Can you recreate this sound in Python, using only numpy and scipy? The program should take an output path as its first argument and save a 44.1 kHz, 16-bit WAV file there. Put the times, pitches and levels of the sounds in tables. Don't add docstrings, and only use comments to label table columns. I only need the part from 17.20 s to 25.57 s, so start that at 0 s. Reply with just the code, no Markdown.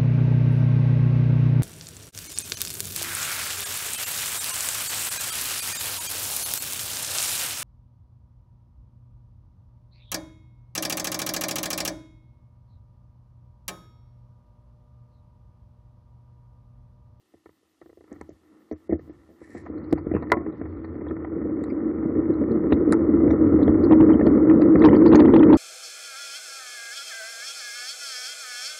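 import sys
import numpy as np
from scipy import signal
from scipy.fft import rfft, irfft
from scipy.io import wavfile
from scipy.ndimage import uniform_filter1d, minimum_filter1d

SR = 44100
rng = np.random.default_rng(int(sys.argv[2]) if len(sys.argv) > 2 else 0)


def ratio(d):
    e = np.asarray(d, float) / 20
    return 10 ** e


def master_out(mix):
    frames = np.transpose(np.atleast_2d(mix))
    ceiling = np.clip(frames, -1, 1)
    pcm = np.round(ceiling * 32767).astype(np.int16)
    wavfile.write(sys.argv[1], SR, pcm)


N = 369116


def evened(x):
    return x / np.sqrt(np.mean(x ** 2) + 1e-20)


def add(mix, start_s, sound):
    part = mix[round(start_s * SR):][:len(sound)]
    part += sound[:len(part)]


def read(points, hz):
    f, value = np.transpose(points)
    return np.interp(np.log(hz + 1), np.log(f + 1), value)


def ring(x, modes, damping=1, sign=-1):
    out = np.zeros(len(x))
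    for k, (hz, width_hz, db) in enumerate(modes):
        radius = np.exp(-np.pi * width_hz * damping / SR)
        angle = 2 * np.pi * hz / SR
        numerator = [2 * (1 - radius) * np.sin(angle)]
        denominator = [1, -2 * radius * np.cos(angle), radius * radius]
        out += sign ** k * ratio(db) * signal.lfilter(numerator, denominator, x)
    return out


def band(x, lo_hz, hi_hz):
    return signal.sosfilt(signal.butter(N=2, Wn=[lo_hz, hi_hz], btype="band", fs=SR, output="sos"), x)


def held(x, span_s, share):
    power = uniform_filter1d(x ** 2, int(span_s * SR))
    return evened(x / (abs(power) + 1e-12) ** (np.clip(share, 0, 1) / 2))


def grit(per_s, spread_db):
    size = ratio(spread_db * np.minimum(rng.exponential(1, N), 5)) * rng.choice([-1., 1.], N)
    return evened(size * (rng.random(N) < per_s / SR))


# [f/Hz, width/Hz, level/dB]
BAR_MODES = [(80, 22, 6), (97.4, 30, -1), (147.2, 9.6, -2)]
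BRACKET_MODES = [(808, 170, -6), (981.6, 44, -0.5), (1196, 270, -2.5), (1331, 124, 5), (1437, 260, -2.5)]
HOUSING_MODES = [(1811, 108, 0.5), (2027, 110, -2), (2230, 130, -8.5)]
TICK_MODES = [(3300, 730, -4.5), (4300, 240, 10), (5700, 510, -6.5), (7240, 400, -3), (10500, 780, -18.5),
              (14000, 2500, -22)]


def parts(low, mid, high, frame_modes):
    frame = band(ring(low, frame_modes), 120, 650)
    bar = band(band(ring(low, BAR_MODES), 61, 360), 22, 440)
    bracket = band(ring(mid, BRACKET_MODES), 570, 1275)
    housing = band(ring(high, HOUSING_MODES), 1200, 4000)
    tick = band(ring(high, TICK_MODES), 1800, 14000)
    return frame, bar, bracket, housing, tick


# [f/Hz, width/Hz, level/dB]
FRAME_MODES = [(234, 30.6, -5.5), (265.5, 29, -4.5), (318, 26.9, 2), (391.2, 59.6, -9.5),
               (436.6, 61.3, -9.5), (600.3, 48, -24.5)]
# [t/s, level/dB]
SHAKE = [(0.0, -71), (0.55, -71.5), (0.82, -78), (0.92, -48.5), (1.19, -65.5), (1.35, -54.5), (1.52, -63),
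         (1.84, -53), (2.13, -59.5), (2.4, -48.5), (2.53, -35), (2.84, -35.5), (3.1, -32), (3.45, -37),
         (4.3, -30.5), (5.6, -21), (6.8, -15), (8.37, -10)]
# [t/s, level/dB]
WIND = [(0.0, -83), (0.81, -86), (1.0, -56.5), (1.2, -71), (1.52, -81), (1.84, -47.5), (2.2, -72.5),
        (2.4, -48.5), (2.84, -39.5), (3.3, -47.5), (3.52, -39), (4.6, -42.5), (4.93, -36), (5.3, -37.5),
        (5.56, -36), (6.5, -28.5), (7.15, -35), (8.37, -33.5)]
# [t/s, extra shaking level/dB]
SWAYS = [
    (2.3, 7.5),
    (2.56, 4.5),
    (2.66, -1.5),
    (2.99, -1),
    (3.06, -1),
    (3.2, 2.5),
    (3.285, 10.5),
    (3.36, -12),
]
# [t/s, extra shaking level/dB]
PATCHES = [(3.755, 3), (3.811, 5.5), (3.87, 2), (3.92, 7.5), (4.123, 7), (4.171, 9.5), (4.206, 6.5),
           (4.253, 12), (4.298, 6.5), (4.322, 5.5), (4.35, 4.5), (4.382, 3.5), (4.417, 6.0), (4.526, 8),
           (4.574, 4.5), (4.629, 5), (4.664, 8), (4.693, 5.5), (4.856, 7.5), (4.898, 4.0), (4.965, 5),
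           (4.99, 7.5), (5.1, 10), (5.216, 8.5), (5.315, 8.5), (5.356, 7), (5.448, 5.5), (5.529, 6.5),
           (5.557, 3), (5.616, 7), (5.657, -2.5), (5.681, 6.0), (5.714, 7.5), (5.75, 4.5), (5.861, -2.5),
           (5.893, 4)]
FAST_PATCHES = [(5.945, 6.5), (6.012, 4), (6.041, 4.5), (6.068, 6.0), (6.128, 6), (6.172, -5), (6.216, 4.5),
                (6.248, 2.5), (6.34, 6.5), (6.422, 6.0), (6.487, 2), (6.579, -3.5), (6.723, 5.5),
                (6.758, 6.0), (6.807, 7), (6.831, 4.5), (6.889, 3.5), (6.93, 1.5), (6.978, -8.5),
                (7.068, 5.5), (7.092, -4.0), (7.144, -0.5), (7.197, -5), (7.26, -4), (7.302, 4.5),
                (7.555, 4.5), (7.579, -6), (7.623, 3), (7.648, 10), (7.669, 4.5), (7.738, 5), (7.927, 5),
                (7.951, 8), (7.998, 6), (8.11, -7.5), (8.141, 5.5), (8.181, 3), (8.328, 5.5), (8.365, -6.5)]


def road():
    rise_s, fall_s = 0.0081, 0.016
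    rest_db, patch_share = -74, 0.21
    t = np.arange(N) / SR
    hum_db = np.interp(t, *np.transpose(SHAKE))
    thud_db = np.interp(t, *np.transpose(WIND))
    patch_db = np.zeros(N)
    for s, db in [*SWAYS, *PATCHES, *FAST_PATCHES]:
        near = slice(round((s - .2) * SR), round((s + .3) * SR))
        width_s = np.where(t[near] < s, rise_s, fall_s)
        patch_db[near] += db * np.exp(-((t[near] - s) / width_s) ** 2)

    rise_db = hum_db - rest_db + patch_share * patch_db
    hum_db = hum_db + patch_db
    drone_db = -82 + 0.71 * rise_db
    hiss_db = -84.5 + 0.55 * rise_db

    stones = grit(500, 2.98)
    low = stones + 0.57 * grit(3000, 2.5)
    mid = 0.89 * stones + grit(2500, 3.5)
    high = 1.8 * stones + grit(2500, 2.6)
    shaken = parts(low, mid, high, FRAME_MODES)
    levels = (hum_db, thud_db, drone_db, hiss_db, hiss_db - 28.0)
    spans_s = (0.022, 0.03, 0.18, 0.26, 0.24)
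    shares = (.6, 0.38, 0.39, .43, .43)
    return sum(ratio(db) * held(x, span_s, share)
               for x, db, span_s, share in zip(shaken, levels, spans_s, shares))


# [f/Hz, width/Hz, level/dB]
STANDING_MODES = [(244, 22, -15), (311.8, 13, 4.5), (340.8, 26, 4.5), (404, 140, -8), (428, 260, -2),
                  (604, 88, -15.5), (645, 26, -12.5)]


def blow(tap, u, levels_db, contact_s, low_hz):
    push = tap * np.exp(-u / contact_s) * .045
    push[0] = 1
    softened = uniform_filter1d(push, size=36, origin=17)
    frame = band(ring(softened, STANDING_MODES, sign=0.89), low_hz, 760)
    bar = band(ring(push, BAR_MODES), 55, 390)
    bracket = band(ring(push, BRACKET_MODES), 290, 970)
    housing = band(ring(push, HOUSING_MODES), 1300, 2400)
    tick = band(ring(push * np.exp(-u / 0.0044), TICK_MODES), 2600, 15000)
    return sum(ratio(db) * x / abs(x).max() for x, db in zip((frame, bar, bracket, housing, tick), levels_db))


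# [t/s, peak level/dB, hardness/dB, contact/ms]
TAPS = [(0.138, -43, -16, 5.3), (0.258, -39.5, -6, 5.9), (0.291, -44, -10, 2.9), (0.429, -58, -19, 7),
        (0.614, -39, -8.5, 7.6), (0.658, -43.5, -11, 7.5), (0.693, -42.5, -12.5, 11),
        (0.728, -44.5, -14, 2.8), (0.772, -40.5, -19, 7.4), (0.807, -43, -12, 7.5), (0.84, -44, -10, 5.1),
        (0.876, -53, -3, 5.2)]
# [t/s, peak level/dB, hardness/dB, contact/ms]
STEPS = [(0.916, -32, -15.5, 11), (0.96, -45, -8, 6.2), (1.011, -29, -7, 4.6), (1.091, -32, -39, 23),
         (1.318, -54, -24, 3.2), (1.512, -22.5, -21.5, 6.9), (1.523, -27, -22, 10), (1.694, -18, -30.5, 25),
         (1.724, -12.5, -25.5, 10.3), (1.73, -14.5, -44, 7.4), (1.754, -30, -31, 6.9),
         (1.793, -36, -12.5, 5.1), (1.874, -39, -22, 24), (1.895, -33.5, -21.5, 12.3),
         (2.09, -45.5, -18, 26)]
# [t/s, peak level/dB, hardness/dB, contact/ms]
PEDALS = [(2.215, -32, -18, 12.6), (2.274, -41, -15, 3), (2.348, -26.5, -14.5, 25),
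          (2.461, -32.5, -1.5, 7.6), (2.498, -21.5, -42, 4.6), (2.586, -39, -23, 11),
          (2.725, -4.5, -21.5, 4.9), (2.775, -29.5, -3.5, 9.6), (2.868, -12.5, -28, 2.8),
          (2.913, -11.5, -20, 6.5), (2.938, -13, -22.5, 6), (2.948, -7, -24, 8.2),
          (2.964, -15.5, -10.5, 7.4), (3.023, -23.5, -10, 11), (3.118, -11.5, 2.5, 4.6),
          (3.135, -18.5, -1.5, 3.4), (3.168, -14, -15, 10), (3.206, -29, -15, 15), (3.262, -20.5, -14, 6.6),
          (3.327, -34, -11.5, 4), (3.413, -19, -16, 4.4), (3.453, -26.5, -14, 10)]
# [t/s, peak level/dB, hardness/dB, contact/ms]
PEBBLES = [(3.644, -34.5, -1.5, 4.8), (3.866, -21.5, -15.5, 3.3), (3.909, -18.5, -15, 1.7),
           (4.046, -26, -4.5, 3.3), (4.249, -28, -21, 7.5), (4.438, -35, 0, 4.6), (5.136, -24, -17, 4.7),
           (5.307, -19, -27, 8.1), (5.522, 0, -19, 4.6), (5.676, -13, -43, 6.5), (5.723, -11, -5, 7.6),
           (6.076, -8.5, -21.5, 2.54), (6.103, -11, -16.5, 8.2), (6.127, -20.5, -15, 3.9),
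           (6.154, -15, -24, 3), (6.34, -17, -28, 2.3), (6.412, -13, -20, 8.9), (6.479, -4, -19.5, 1.4),
           (6.632, -27, -32, 3), (6.709, 1, -23.5, 3.6), (6.731, -9, -13, 3), (6.806, -7, -16, 3.6),
           (7.067, -7, -17.5, 8.8), (3.965, -24.5, -11.5, 3.5), (3.81, -33.5, -6, 4.2),
           (6.891, -10, -16.5, 4.1), (6.916, -15, -13, 2.4), (6.993, -16.5, -10.5, 3.3)]
# [t/s, peak level/dB, hardness/dB, contact/ms]
BUMPS = [(7.011, -9, -17, 2.6), (7.296, -8.5, -14, 3), (7.417, -8, -23, 16), (7.555, -4, -16.5, 3),
         (7.618, -4.5, -15.5, 4.5), (7.638, -3.5, -16, 5), (7.685, -6, -13, 2.7), (7.75, -10, -19, 7.9),
         (7.858, -5.5, -24.5, 15), (7.928, -4, -30.5, 2.7), (7.95, -7, -13.5, 6.2),
         (7.999, -4.5, -18, 12.8), (8.049, -3.5, -24, 1.7), (8.127, -22.5, -53, 5.9),
         (8.162, -9, -9.5, 2.1), (8.228, -4.5, -15.5, 4.5), (8.329, -2, -27.5, 4.8),
         (7.735, -7, -19.5, 5.5), (7.916, -11, -13, 3.6), (8.081, -11, -16.5, 4.7), (8.141, -12, -14, 4.3),
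         (8.307, -8.5, -18.5, 4)]
# [housing under bracket/dB, tick under bracket/dB, low cut-off of the
# frame band f/Hz, frame level/dB]
REACH = [
    (-6, -18, 336, 0.5),
    (-3.5, -18.5, 183, 1.5),
    (-8, -40, 155, -1),
    (-6.5, -37.5, 150, -3),
    (-3, -49.5, 170, -7),
]
# [f/Hz, level/dB, t60/s]
STAY_MODES = [(998, -8.5, 0.067), (1395, -14, 0.05), (2017, -12, 0.045), (434, -24.5, 0.22),
              (445, -28, 0.2), (573, -23, 0.17), (677, -35.5, 0.44), (736, -36, 0.3), (1084, -29, 0.28)]


def knocks():
    out, u = np.zeros(N), np.arange(9000) / SR
    for blows, (housing_db, tick_db, low_hz, frame_db) in zip((TAPS, STEPS, PEDALS, PEBBLES, BUMPS), REACH):
        taps = rng.standard_normal((len(blows), len(u))) ** 3
        for (s, db, hard_db, ms), tap in zip(blows, taps):
            levels_db = (frame_db, -17.0, hard_db, hard_db + housing_db, hard_db + tick_db)
            add(out, s - .0003, ratio(db) * blow(tap, u, levels_db, max(ms, 1) / 1000, low_hz))
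    t, clack_s = np.arange(SR // 2) / SR, 3.119
    add(out, clack_s, sum(ratio(db - 60 * t / t60) * np.sin(2 * np.pi * hz * t) for hz, db, t60 in STAY_MODES))
    return out


# [t/s, peak level/dB, pitch f/Hz]
RATTLES = [(2.579, -62, 4300), (2.639, -60, 4250), (3.023, -57.5, 4160), (3.324, -61.5, 3800),
           (3.453, -66, 3900), (3.645, -57, 4170), (3.883, -53.5, 3450), (5.137, -56, 3970),
           (6.108, -47.5, 5400), (5.524, -36, 3820), (6.106, -48, 3630), (6.427, -43, 3700),
           (6.476, -46.5, 3430), (6.638, -43.5, 4400), (6.721, -37, 3260), (6.933, -41.5, 3120),
           (7.065, -42.5, 3280), (7.416, -42.5, 4220), (7.622, -39, 3740), (7.649, -30, 3800),
           (7.645, -30.5, 2950), (7.652, -30.5, 5000), (9.8, -30.5, 3000), (7.955, -29, 6700),
           (7.998, -37, 4500), (9.6, -36, 3500), (4.5, -43, 2200), (6.726, -41.5, 4200), (8.3, -46, 4200),
           (4.5, -54, 4900), (7.75, -42.5, 3200), (7.86, -32.5, 4300), (7.925, -32.5, 3600),
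           (7.953, -27, 4400), (7.997, -30.5, 3700), (8.054, -36.5, 3140), (8.139, -35, 3500),
           (8.191, -35, 3330), (8.232, -35, 3100), (8.331, -32, 3550), (7.595, -45.5, 4480),
           (7.762, -42, 4500), (7.878, -38.5, 4500), (8.352, -40.5, 4800), (4.045, -63.5, 3300),
           (7.296, -42, 2800), (6.427, -45, 4500), (7.065, -39, 4500), (8.161, -38.5, 3900),
           (7.686, -40, 3000), (6.805, -40, 2900), (2.78, -61, 4500), (2.71, -52.5, 4800)]
# [t/s, peak level/dB, pitch f/Hz, length/ms]
SNAPS = [(0.927, -49, 6900, 1.8), (1.012, -44.5, 7340, 1.2), (1.093, -54, 6000, 1.7),
         (1.513, -55.5, 4040, 2), (1.524, -49, 6460, 2.6), (1.708, -45, 1970, 6.8), (5.523, -28, 2600, 3),
         (2.727, -37, 4370, 1.6), (2.727, -39, 7600, 1.6), (2.727, -42, 10500, 1.6),
         (2.727, -41, 13200, 1.5), (2.727, -39, 2830, 1.9), (2.94, -47, 2550, 20), (3.1, -32, 1910, 3.3),
         (3.1, -55, 4300, 3), (3.119, -35, 4170, 4.1), (3.119, -26, 3000, 2.5), (3.119, -41, 7000, 2.4),
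         (3.119, -41.5, 10500, 2.2), (3.119, -35, 14000, 2), (4.438, -51.5, 4100, 4.4),
         (4.438, -45, 7800, 3), (5.318, -45.5, 4300, 1.5), (5.318, -45, 8000, 1), (5.732, -29, 7660, 1.1),
         (5.732, -39, 4800, 1.4), (5.709, -46, 8100, 1.2), (5.723, -43, 10000, 1.7), (2.461, -63, 7000, 2),
         (1.693, -59, 5930, 2), (5.723, -30, 4470, 2.9), (5.723, -20, 8560, 1.3)]


def rattles():
    rattle_ms = 5.5
    out, u = np.zeros(N), np.arange(3000) / SR
    rows = [(*row, rattle_ms) for row in RATTLES] + list(SNAPS)
    taps = rng.standard_normal((len(rows), len(u))) ** 3
    for (s, db, hz, ms), tap in zip(rows, taps):
        spread = np.clip(.5 / ms, .1, .22)
        edges = (1 - spread) * hz, min((1 + spread) * hz, .45 * SR)
        contacts = tap * np.exp(-u * 1000 / max(ms, 1))
        chatter = band(band(contacts, *edges), *edges)
        add(out, s, ratio(db) * chatter / abs(chatter).max())
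    return out


# [f/Hz, width/Hz, level/dB]
PAD_MODES = [(4100, 580, -3.5), (5600, 620, -2.5), (7540, 640, -0.5), (10450, 1500, -8.5)]
# [t/s, level/dB]
RUSTLE = [
    (2.15, -102),
    (2.22, -74.5),
    (2.33, -71),
    (2.38, -62.5),
    (2.42, -76),
    (2.47, -92),
    (2.5, -95),
]


def rustle():
    s, db = np.transpose(RUSTLE)
    level = ratio(np.interp(np.arange(N) / SR, s, db, -130, -130))
    grains = grit(1500, 2.8)
    metal = evened(band(ring(grains, PAD_MODES), 2400, 16000))
    housing = evened(band(ring(grains, HOUSING_MODES), 1500, 2900))
    return level * (metal + ratio(11.5) * housing)


def overload(x):
    ceiling, hardness, corner_hz = .52, 9.5, 250
    flat = x / (1 + abs(x / ceiling) ** hardness) ** (1 / hardness)
    pole = np.exp(-2 * np.pi * corner_hz / SR)
    return band(signal.lfilter([pole, -1], [1, -pole], flat), 42, 20000)


def attacks(x):
    jump_db = 12
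    power = band(band(x, 6500, 16000), 6500, 16000) ** 2
    quick, whole = uniform_filter1d(power, size=128), uniform_filter1d(x ** 2, size=2048)
    before = uniform_filter1d(power, size=1024, origin=511)
    sudden = quick[128:] > ratio(2 * jump_db) * abs(before[:-128])
    audible = quick[128:] > ratio(-62) * whole[128:]
    near = -minimum_filter1d(-1. * np.pad(sudden & audible, (128, 0)), size=2400, origin=400)
    return np.clip(uniform_filter1d(near, size=256), 0, 1)


# [f/Hz, level/dB]
MASK = [(1500, -80), (2200, -63.5), (3000, -62), (4500, -64.5), (8000, -53), (16000, -53.5)]


def masked(x, size, lift_db):
    quiet_db, slope = -36.0, .48
    whim_db, smear_db = 2.5, -13
    top_hz, top_sway_hz = 13200, 1456
    hz, _, z = signal.stft(x, SR, window="cosine", nperseg=size)
    power = abs(z) ** 2 + 1e-20
    band_number = np.floor(np.log2(hz + 500) * 7)
    starts, group = np.unique(band_number, return_index=True, return_inverse=True)[1:]
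    mean = (np.add.reduceat(power, starts, axis=0) / np.bincount(group)[:, None])[group]
    whole_db = 10 * np.log10(abs(uniform_filter1d(power[hz > 140].sum(0), size=3072 // size)))

    whim = rng.standard_normal((z.shape[1], len(starts))).T[group]
    a, b = rng.standard_normal((*z.shape[::-1], 2)).T
    bar_db = whole_db + slope * np.minimum(whole_db - quiet_db, 0)
    bar_db = bar_db + read(MASK, hz)[:, None] + lift_db + whim_db * whim
    sway = evened(uniform_filter1d(rng.standard_normal(z.shape[1]), size=3))
    edge_hz = top_hz + top_sway_hz * np.maximum(sway, -.5)
    below_edge = (hz[:, None] < edge_hz) | (size < 1000)
    kept = (.5 + .5 * np.tanh((10 * np.log10(mean) - bar_db) / .2)) * below_edge
    smear = ratio(smear_db) * np.sqrt(mean / 2) * (a + 1j * b) * (hz > 2300)[:, None]
    return signal.istft((z + smear) * kept, SR, window="cosine", nperseg=size)[1][:N]


# [f/Hz, level/dB per Hz]
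HISS = [(350, -35.5), (600, -7.5), (1530, -19.5), (2180, -16.5), (2650, -4), (12000, -13), (14900, -6.5),
        (16000, -34.5)]


def self_noise():
    floor_db = -82
    white = rfft(rng.standard_normal(N))
    hiss = irfft(white * ratio(read(HISS, np.fft.rfftfreq(N, 1 / SR))), N)
    return ratio(floor_db + 5) * evened(hiss)


def scene():
    return (road() + knocks() + rattles() + rustle())[None]


def roll_off(x):
    return signal.sosfilt(signal.butter(12, 16440, fs=SR, output="sos"), x)


def record(dry):
    hiss = self_noise()
    heard = overload(dry[0]) + hiss
    short = attacks(heard)
    steady = masked(heard, size=1536, lift_db=1.5)
    clicks = masked(heard, size=256, lift_db=1.5)
    mix = (1 - short) * steady + short * clicks
    return roll_off(mix[None])


dry = scene()
out = record(dry)
master_out(out)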